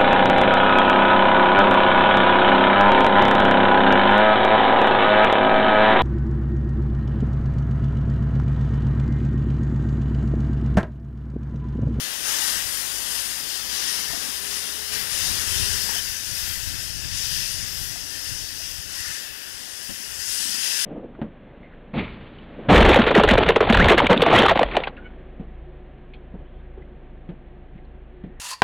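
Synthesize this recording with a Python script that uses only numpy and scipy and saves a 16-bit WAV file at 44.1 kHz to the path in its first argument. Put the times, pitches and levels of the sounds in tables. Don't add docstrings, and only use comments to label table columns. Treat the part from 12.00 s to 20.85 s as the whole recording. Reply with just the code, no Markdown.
import sys
import numpy as np
from scipy import signal
from scipy.fft import rfft, irfft, next_fast_len
from scipy.io import wavfile
from scipy.ndimage import map_coordinates

SR = 44100
rng = np.random.default_rng(int(sys.argv[2]) if len(sys.argv) > 2 else 0)


def amplitude_ratio(level_db):
    exponent = np.asarray(level_db, float) / 20
    return 10 ** exponent


def materialize(psi):
    bounded = np.clip(np.atleast_2d(psi).T, -1, 1)
    quanta = np.round(bounded * 32767).astype(np.int16)
    wavfile.write(sys.argv[1], SR, quanta)


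N = 390264
SIZE = next_fast_len(N, True)
HZ = np.maximum(np.arange(SIZE // 2 + 1) * SR / SIZE, 1)
STEP_S = np.arange(0, N + 64, 64) / SR
FAR_TO_NEAR_S = (3.2, 4.0)


def rms_one(x):
    return x / np.sqrt(np.mean(x ** 2) + 1e-20)


def in_time(rows):
    s, *columns = np.transpose(rows)
    return [np.interp(np.arange(N) / SR, s, c) for c in columns]


def at_hz(points, hz):
    table_hz, table_db = np.array(points).T
    return np.interp(np.log(hz), np.log(table_hz), table_db)


def smooth(values):
    return np.interp(np.arange(N) / SR, STEP_S, values)


def drift(rate):
    pole = np.exp(-80 * np.pi * rate / SR)
    noise = rng.standard_normal(N // 40 + 2002)
    slow = signal.lfilter([1], [1, -2 * pole, pole * pole], noise)[2000:]
    return np.interp(np.arange(N) / 40, np.arange(len(slow)), rms_one(slow))


def coloured(points):
    spectrum = rfft(rng.standard_normal((2, SIZE))) * amplitude_ratio(at_hz(points, HZ))
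    return rms_one(irfft(spectrum, SIZE)[:, :N])


def tone(hz):
    return np.sqrt(2) * np.sin(2 * np.pi * np.cumsum(hz) / SR)


def glide(rows, waver_db, waver_rate):
    hz, level_db = in_time(rows)
    t = np.arange(N) / SR
    sounding = (t > rows[0][0]) * (t < rows[-1][0])
    return amplitude_ratio(level_db + waver_db * drift(waver_rate)) * tone(hz) * sounding


def yard(roar_db):
    # pitch_hz, density_db (per Hz)
    yard_colour = [(65, -32), (110, -11), (146, -7), (226, -2), (347, -4), (404, -4.5), (497, -5.5),
                   (1300, -9), (1500, -4.5), (1950, -8.5), (3300, -120)]
    far_db, near_db, follows = -50, -54, 0.26
    far = np.arange(N) < FAR_TO_NEAR_S[1] * SR
    swing_db = roar_db - np.where(far, roar_db[far].mean(), roar_db[~far].mean())
    level_db = np.where(far, far_db, near_db) + follows * swing_db
    return amplitude_ratio(level_db + 10.0 + 0.85 * drift(5.1)) * coloured(yard_colour)


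def wind():
    # pitch_hz, density_db (per Hz)
    wind_colour = [(11, -38), (18, -5.5), (48, -1), (85, -0.5), (129, -5), (238, -19), (278, -18),
                   (313, -24), (400, -34), (520, -44), (880, -120)]
    # time_s, level_db
    breeze = [(0, -59), (.5, -60.5), (1.4, -57), (2.0, -62), (2.85, -60), (3.1, -48.5), (3.9, -44),
              (4.24, -55), (4.5, -45), (5.6, -43.5), (6.15, -51.5), (6.8, -48), (7.05, -55), (7.25, -62),
              (7.7, -62), (8.2, -57), (8.85, -64)]
    # peak_s, level_db, half_width_s
    gust_events = [(.59, -47.5, 0.037), (.67, -46, .025), (2.13, -52, .06), (2.44, -56, .04),
                   (2.99, -47, .035), (3.3, -39, 0.048), (3.5, -37.5, 0.031), (3.61, -38, .05),
                   (3.72, -39.5, .035), (3.87, -47, 0.037), (4.08, -51, .06), (4.31, -45, .04),
                   (4.46, -44.5, 0.034), (4.71, -39.5, .03), (5.03, -38.5, 0.035), (5.14, -44.5, .04),
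                   (5.62, -51, 0.036), (5.74, -43, .03), (5.85, -44, .05), (6.03, -50, 0.04),
                   (6.32, -45, 0.041), (7.0, -56, .04), (7.11, -49, 0.023), (7.32, -58, .05),
                   (7.55, -56, 0.065), (7.91, -55, 0.052), (8.13, -49, .035), (8.2, -50, 0.013),
                   (8.3, -53, .025)]
    flutter_from_hz, flutter_even_db, flutter_grows = 84, -47, 0.17
    gust_power = sum(amplitude_ratio(db) ** 2 * np.exp(-((STEP_S - s) / half_s) ** 2) for s, db, half_s in gust_events)
    level_db = 10 * np.log10(amplitude_ratio(in_time(breeze)[0]) ** 2 + smooth(gust_power))
    noise = coloured(wind_colour)
    flutter = irfft(rfft(noise, SIZE) / (1 + (flutter_from_hz / HZ) ** 4), SIZE)[:, :N]
    noise = noise + (amplitude_ratio(flutter_grows * (level_db - flutter_even_db)) - 1) * flutter
    return amplitude_ratio(level_db + 8.0 + 1.5 * drift(19.0) + 1.4 * drift(40.0)) * noise


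def road_engine():
    # time_s, firing_hz, level_db
    engine_run = [(0, 44.3, -55), (.5, 45.84, -47), (1, 50.65, -46), (1.4, 55.2, -52), (1.9, 59.2, -47.5),
                  (2.64, 68.7, -50.5), (3.08, 73, -44), (3.34, 77.1, -46), (4, 84.5, -49)]
    # multiple, level_db
    engine_orders = [(1, 1), (2, -9), (3, -9), (4, -18.5), (5, -16.5), (6, -19), (7, -26)]
    pipe_hz, width_hz, lift_db = 413, 67, 17.8
    firing_hz, level_db = in_time(engine_run)
    out = 0
    for multiple, db in engine_orders:
        lift = lift_db / (1 + (2 * (multiple * firing_hz - pipe_hz) / width_hz) ** 4)
        out = out + amplitude_ratio(db + lift + 2.0 * drift(4.6)) * tone(multiple * firing_hz)
    return amplitude_ratio(level_db) * out * (np.arange(N) < FAR_TO_NEAR_S[1] * SR)


def far_whine():
    # time_s, pitch_hz, level_db
    whine_curve = [
        (4.9, 262, -70),
        (5.75, 281, -55),
        (6.5, 291, -54),
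        (6.9, 296, -56),
        (7.3, 299, -64),
        (8.1, 303, -64),
        (8.3, 304, -75),
    ]
    return glide(whine_curve, 1, 1.6)


def boiler_hum():
    # time_s, pitch_hz, level_db
    hum_curve = [
        (3.4, 79.7, -59),
        (3.8, 80.2, -48),
        (4.2, 79.3, -49),
        (4.55, 80, -41),
        (4.8, 81, -60),
    ]
    return glide(hum_curve, 2.8, 3.3)


def knocks():
    # start_s, peak_db, pitch_hz, t60_s
    knock_events = [(2.099, -39, 135, 0.14), (2.102, -28, 1000, 0.031), (2.128, -36.5, 684, .15),
                    (2.132, -35, 282, .1), (2.17, -38, 250, 0.11), (2.234, -41, 238, 0.13),
                    (2.259, -40, 250, .1), (2.285, -33, 259, 0.058), (3.889, -25.5, 930, 0.034),
                    (3.915, -30, 880, .04), (3.959, -28.5, 708, 0.035), (5.957, -30, 711, 0.029),
                    (6.6, -41, 670, .06), (7.891, -34, 195, 0.14), (7.892, -38, 173, 0.072),
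                    (7.895, -44, 255, 0.09), (7.897, -38, 308, 0.11), (7.9, -41, 560, .07),
                    (7.999, -44, 206, 0.14), (8.399, -38.5, 220, .07), (8.452, -37, 254, 0.096),
                    (8.489, -36.5, 207, 0.1), (8.539, -39.5, 218, 0.12), (8.58, -36, 238, 0.05)]
    out, t = np.zeros(N), np.arange(SR // 3) / SR
    muffle = signal.butter(2, [150, 1500], "band", fs=SR, output="sos")
    noise = rng.standard_normal((len(knock_events), len(t)))
    cracks = signal.sosfilt(muffle, noise) * amplitude_ratio(-0.5 - 60 * t / 0.063)
    contact = 1 - np.exp(-t / 0.0029)
    for (s, db, hz, t60), crack in zip(knock_events, cracks):
        pair = np.sin(2 * np.pi * hz * t) + 0.5 * np.sin(2 * np.pi * 1.17 * hz * t)
        ring = contact * amplitude_ratio(db + 7.5) * (amplitude_ratio(-60 * t / t60) * pair + crack)
        at = round(s * SR)
        out[at:at + len(t)] += ring[:N - at]
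    return out


def flange_squeak():
    # time_s, pitch_hz, level_db
    squeak_curve = [
        (3.935, 2980, -48),
        (3.95, 3010, -31),
        (3.97, 3050, -33),
        (3.985, 3120, -28),
        (3.998, 3150, -31),
        (4.002, 3150, -70),
    ]
    upper = [(s, 1.11 * hz, db) for s, hz, db in squeak_curve]
    return glide(squeak_curve, 3.0, 80.0) + 0.57 * glide(upper, 4.0, 84.0)


def burst(s, open_s, fall_db_per_s=37.5):
    pop_s, pop_share, sag_db_per_s = 0.009, 0.4, 4
    t = np.maximum(STEP_S - s, 0)
    rise_s = min(0.057, 0.3 * open_s)
    swell = 1 - pop_share * np.exp(-t / pop_s) - (1 - pop_share) * np.exp(-t / rise_s)
    loss_db = sag_db_per_s * t + fall_db_per_s * np.maximum(t - open_s, 0)
    return (swell * amplitude_ratio(-loss_db)) ** 2


def glands():
    # start_s, open_s, level_db
    far_spits = [(.24, .35, -35.5), (.65, .4, -40.5), (1.07, .06, -39), (1.7, .3, -43), (2.05, .3, -48),
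                 (3.14, .22, -37.5), (3.46, .55, -37.5)]
    # start_s, open_s, level_db
    near_spits = [(2.915, 0.088, -39), (3.9, .22, -40), (4.32, 0.23, -38), (5.14, 0.31, -40.5),
                  (5.64, 0.18, -40), (6.08, .25, -47), (6.55, .18, -46), (6.9, .15, -46), (7.17, 0.15, -48),
                  (7.75, .2, -48), (8.0, .1, -50), (8.18, .1, -44), (8.28, .1, -40), (8.42, .15, -43),
                  (8.6, .35, -39.5)]
    far_seep_db, near_seep_db, fade_db_per_s = -41, -44.5, 1.5
    spit_fall_db_per_s = 49
    since = STEP_S - FAR_TO_NEAR_S[1]
    far = sum(amplitude_ratio(db) ** 2 * burst(s, open_s, spit_fall_db_per_s) for s, open_s, db in far_spits)
    near = sum(amplitude_ratio(db) ** 2 * burst(s, open_s, spit_fall_db_per_s) for s, open_s, db in near_spits)
    seep_db = np.where(since < 0, far_seep_db, near_seep_db - fade_db_per_s * since)
    return smooth(10 * np.log10(far * (since < 0) + near + amplitude_ratio(seep_db) ** 2))


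def voiced(db, depth_db, bright_db, rush_db=0):
    depth = np.outer((0.97, 0.23, 0.12, 0.15), depth_db)
    bright = np.outer((0, 0, 0, 1.0), bright_db)
    rush = np.outer((0, 1, 0, 0), rush_db)
    return amplitude_ratio(db + depth + bright + rush) ** 2


def jets():
    # start_s, open_s, hiss_db, depth_db, brightness_db
    far_puffs = [(0.0, .12, -37.5, 0, -2), (.222, 0.32, -31, 5, 1), (.68, 0.42, -39, 6, -4),
                 (1.04, 0.1, -36.5, 3, 3), (1.47, 0.11, -35.5, -2.5, -5), (1.685, 0.27, -30.5, 0, -1),
                 (2.1, 0.18, -40.5, 4.5, 3), (2.42, 0.16, -37, 0, 2), (3.09, 0.092, -32.5, 1, 1),
                 (3.16, 0.25, -31.5, 2, 1), (3.45, 0.26, -31.5, 0.5, 1.5), (3.76, .3, -38, 3.5, 2.5)]
    # start_s, open_s, hiss_db, depth_db, brightness_db
    near_puffs = [(2.915, 0.02, -34, 4.5, -0.5), (3.5, .6, -35, -3.5, -3), (4.34, 0.19, -38.5, 4, 1.5),
                  (5.115, 0.16, -31.5, -6, -1.5), (5.28, 0.18, -35, -4, 0.5), (5.52, .14, -40.5, -9, 0),
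                  (5.74, 0.14, -41.5, -6, 3.5), (6.05, 0.12, -39, -4, -1), (6.23, 0.067, -39.5, 0, -2),
                  (6.55, 0.26, -39, -4, -4.5), (6.87, 0.24, -37.5, 4, 0), (7.45, 0.61, -46, 4, 0),
                  (8.0, 0.29, -49, -13, -4), (8.18, 0.11, -36.5, 1.5, -0.5), (8.265, 0.15, -32, -6, 3.5),
                  (8.5, 0.13, -33.5, -3, -3), (8.6, .4, -30, -1, 0)]
    # time_s, hiss_db, depth_db, brightness_db, rush_db
    seep_curve = [(0, -39.5, 6, 4, 3), (.21, -40, 4.5, 2.5, 5), (.75, -39, -2, 6, 3.5),
                  (1.4, -37, 0.5, 3, 2), (1.67, -41, 2, 1.5, 2), (2.2, -39, 3, 1.5, 1.5),
                  (2.8, -39, 3, 1.5, 1.5), (3.99, -37, 2, -3.5, 0.5), (4.01, -37.5, -0.5, 0.5, 0.5),
                  (5.1, -36.5, -1.5, -4, 0), (5.9, -37.5, -0.5, -4, -1.5), (6.5, -40, -3.5, -3.5, -1),
                  (7.38, -46, 4.5, 0, 4), (8.1, -41.5, 0, 0.5, 0), (8.85, -34.5, -1, -1, 3)]
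    far = sum(voiced(*voice) * burst(s, open_s) for s, open_s, *voice in far_puffs)
    far = far * (STEP_S < FAR_TO_NEAR_S[1])
    near = sum(voiced(*voice) * burst(s, open_s) for s, open_s, *voice in near_puffs)
    seep = voiced(*(column[::64] for column in in_time(seep_curve)))
    seep = np.pad(seep, ((0, 0), (0, len(STEP_S) - seep.shape[1])), "edge")
    return [smooth(10 * np.log10(power)) for power in far + near + seep]


def whistles(hiss_db):
    # pitch_hz, width_hz, level_db (re hiss)
    nozzle_tones = [
        (4950, 160, -11.5),
        (1800, 150, -22),
    ]
    out = 0
    for hz, width_hz, db in nozzle_tones:
        resonance = 1 / (1 + (2 * (HZ - hz) / width_hz) ** 2)
        narrow = irfft(rfft(rng.standard_normal(SIZE)) * resonance, SIZE)[:N]
        out = out + amplitude_ratio(db + 2 * drift(4)) * rms_one(narrow)
    return amplitude_ratio(hiss_db) * out


def patches(hz, s, width_hz, length_s):
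    grid = rng.standard_normal((400, 400))
    where = np.meshgrid(hz / width_hz, s / length_s, indexing="ij")
    return rms_one(map_coordinates(grid, where, order=1, mode="wrap"))


def steam(jet_levels, eddy_db, fine_db, gust_db):
    control_hz = (1820, 3000, 5270, 9150)
    # pitch_hz, density_db (per Hz)
    far_jet = [(530, -19.5), (900, -12), (1310, -10), (1870, -2), (2330, -8), (2900, -1.5), (4260, -3),
               (5070, 2.5), (8120, -5.5), (9670, -1.5), (11300, -7), (12300, -17), (16000, -38),
               (22000, -120)]
    # pitch_hz, density_db (per Hz)
    near_jet = [(530, -49), (900, -17), (1290, -15), (1430, -7.5), (1750, -1), (2000, -2.5), (2280, -10),
                (2660, -1), (3730, -4), (4070, -6.5), (5070, 3.5), (6960, -3), (8860, -5), (9560, -1),
                (12300, -8.5), (16000, -42), (22000, -120)]
    # pitch_hz, density_db (per Hz)
    gland_colour = [(11000, 1), (12200, -1), (13300, 0), (14300, -4), (15700, -8.5)]
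    glands_from_hz = 11630
    hz, s, frames = signal.stft(rng.standard_normal((2, N)), SR, nperseg=1024, noverlap=768)
    hz = np.maximum(hz, 1)
    at = np.clip((s * SR).astype(int), 0, N - 1)
    glands_db = glands()[at]
    near = np.interp(s, FAR_TO_NEAR_S, [0, 1])
    colour = np.outer(at_hz(far_jet, hz), 1 - near) + np.outer(at_hz(near_jet, hz), near)
    where = np.interp(np.log(hz), np.log(control_hz), np.arange(4))
    weights = np.clip(1 - np.abs(where[:, None] - np.arange(4)), 0, 1)
    jets_db = weights @ [db[at] for db in jet_levels]
    top = np.clip((hz[:, None] - glands_from_hz) / 900 + .5, 0, 1)
    leaks_db = glands_db + at_hz(gland_colour, hz)[:, None] - 0.5
    level_db = (1 - top) * (jets_db + colour) + top * leaks_db
    eddies = eddy_db * patches(hz, s, 1040, .12)
    grain = fine_db * patches(hz, s, 70.13, .07)
    mottle = eddies + grain + gust_db * drift(4.1)[at]
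    shaped = frames * amplitude_ratio(level_db + mottle + 14.5)
    return signal.istft(shaped, SR, nperseg=1024, noverlap=768)[1][:, :N]


def leak(source, stray):
    leak_db, leak_hz, top_hz = -7.0, 490, 13000
    stray_db, stray_rise_hz = -8.0, 14000
    low_pass = -amplitude_ratio(leak_db) / (1 + 1j * HZ / leak_hz)
    faithful = rfft(source, SIZE) / (1 + (HZ / top_hz) ** 2)
    rise = np.sqrt(1 + (HZ / stray_rise_hz) ** 2) / (1 + (HZ / 14200) ** 16)
    noisy = rfft(stray, SIZE) * amplitude_ratio(stray_db) * rise
    return irfft(low_pass * (faithful + noisy), SIZE)[:N]


def scene():
    jet_levels = jets()
    roar_db, _, hiss_db, _ = jet_levels
    lines = road_engine() + boiler_hum() + far_whine() + flange_squeak() + knocks() + whistles(hiss_db)
    air = steam(jet_levels, eddy_db=0.56, fine_db=1.84, gust_db=0.53) + yard(roar_db)
    air = air + lines * [[1], [0]]
    gusts = wind()
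    crossing = air + amplitude_ratio(-4.2) * gusts
    return np.array([air[0] + gusts[0], leak(*crossing)])


def band_limit(x):
    return signal.sosfilt(signal.butter(12, 15750, fs=SR, output="sos"), x)


def record(dry):
    cutoff_hz, scan_hz, scan_db = 15750, 15625, -78
    both = irfft(rfft(dry, SIZE) * (HZ < cutoff_hz), SIZE)[:, :N]
    both[1] += amplitude_ratio(scan_db) * tone(np.full(N, scan_hz))
    return band_limit(both)


dry = scene()
out = record(dry)
materialize(out)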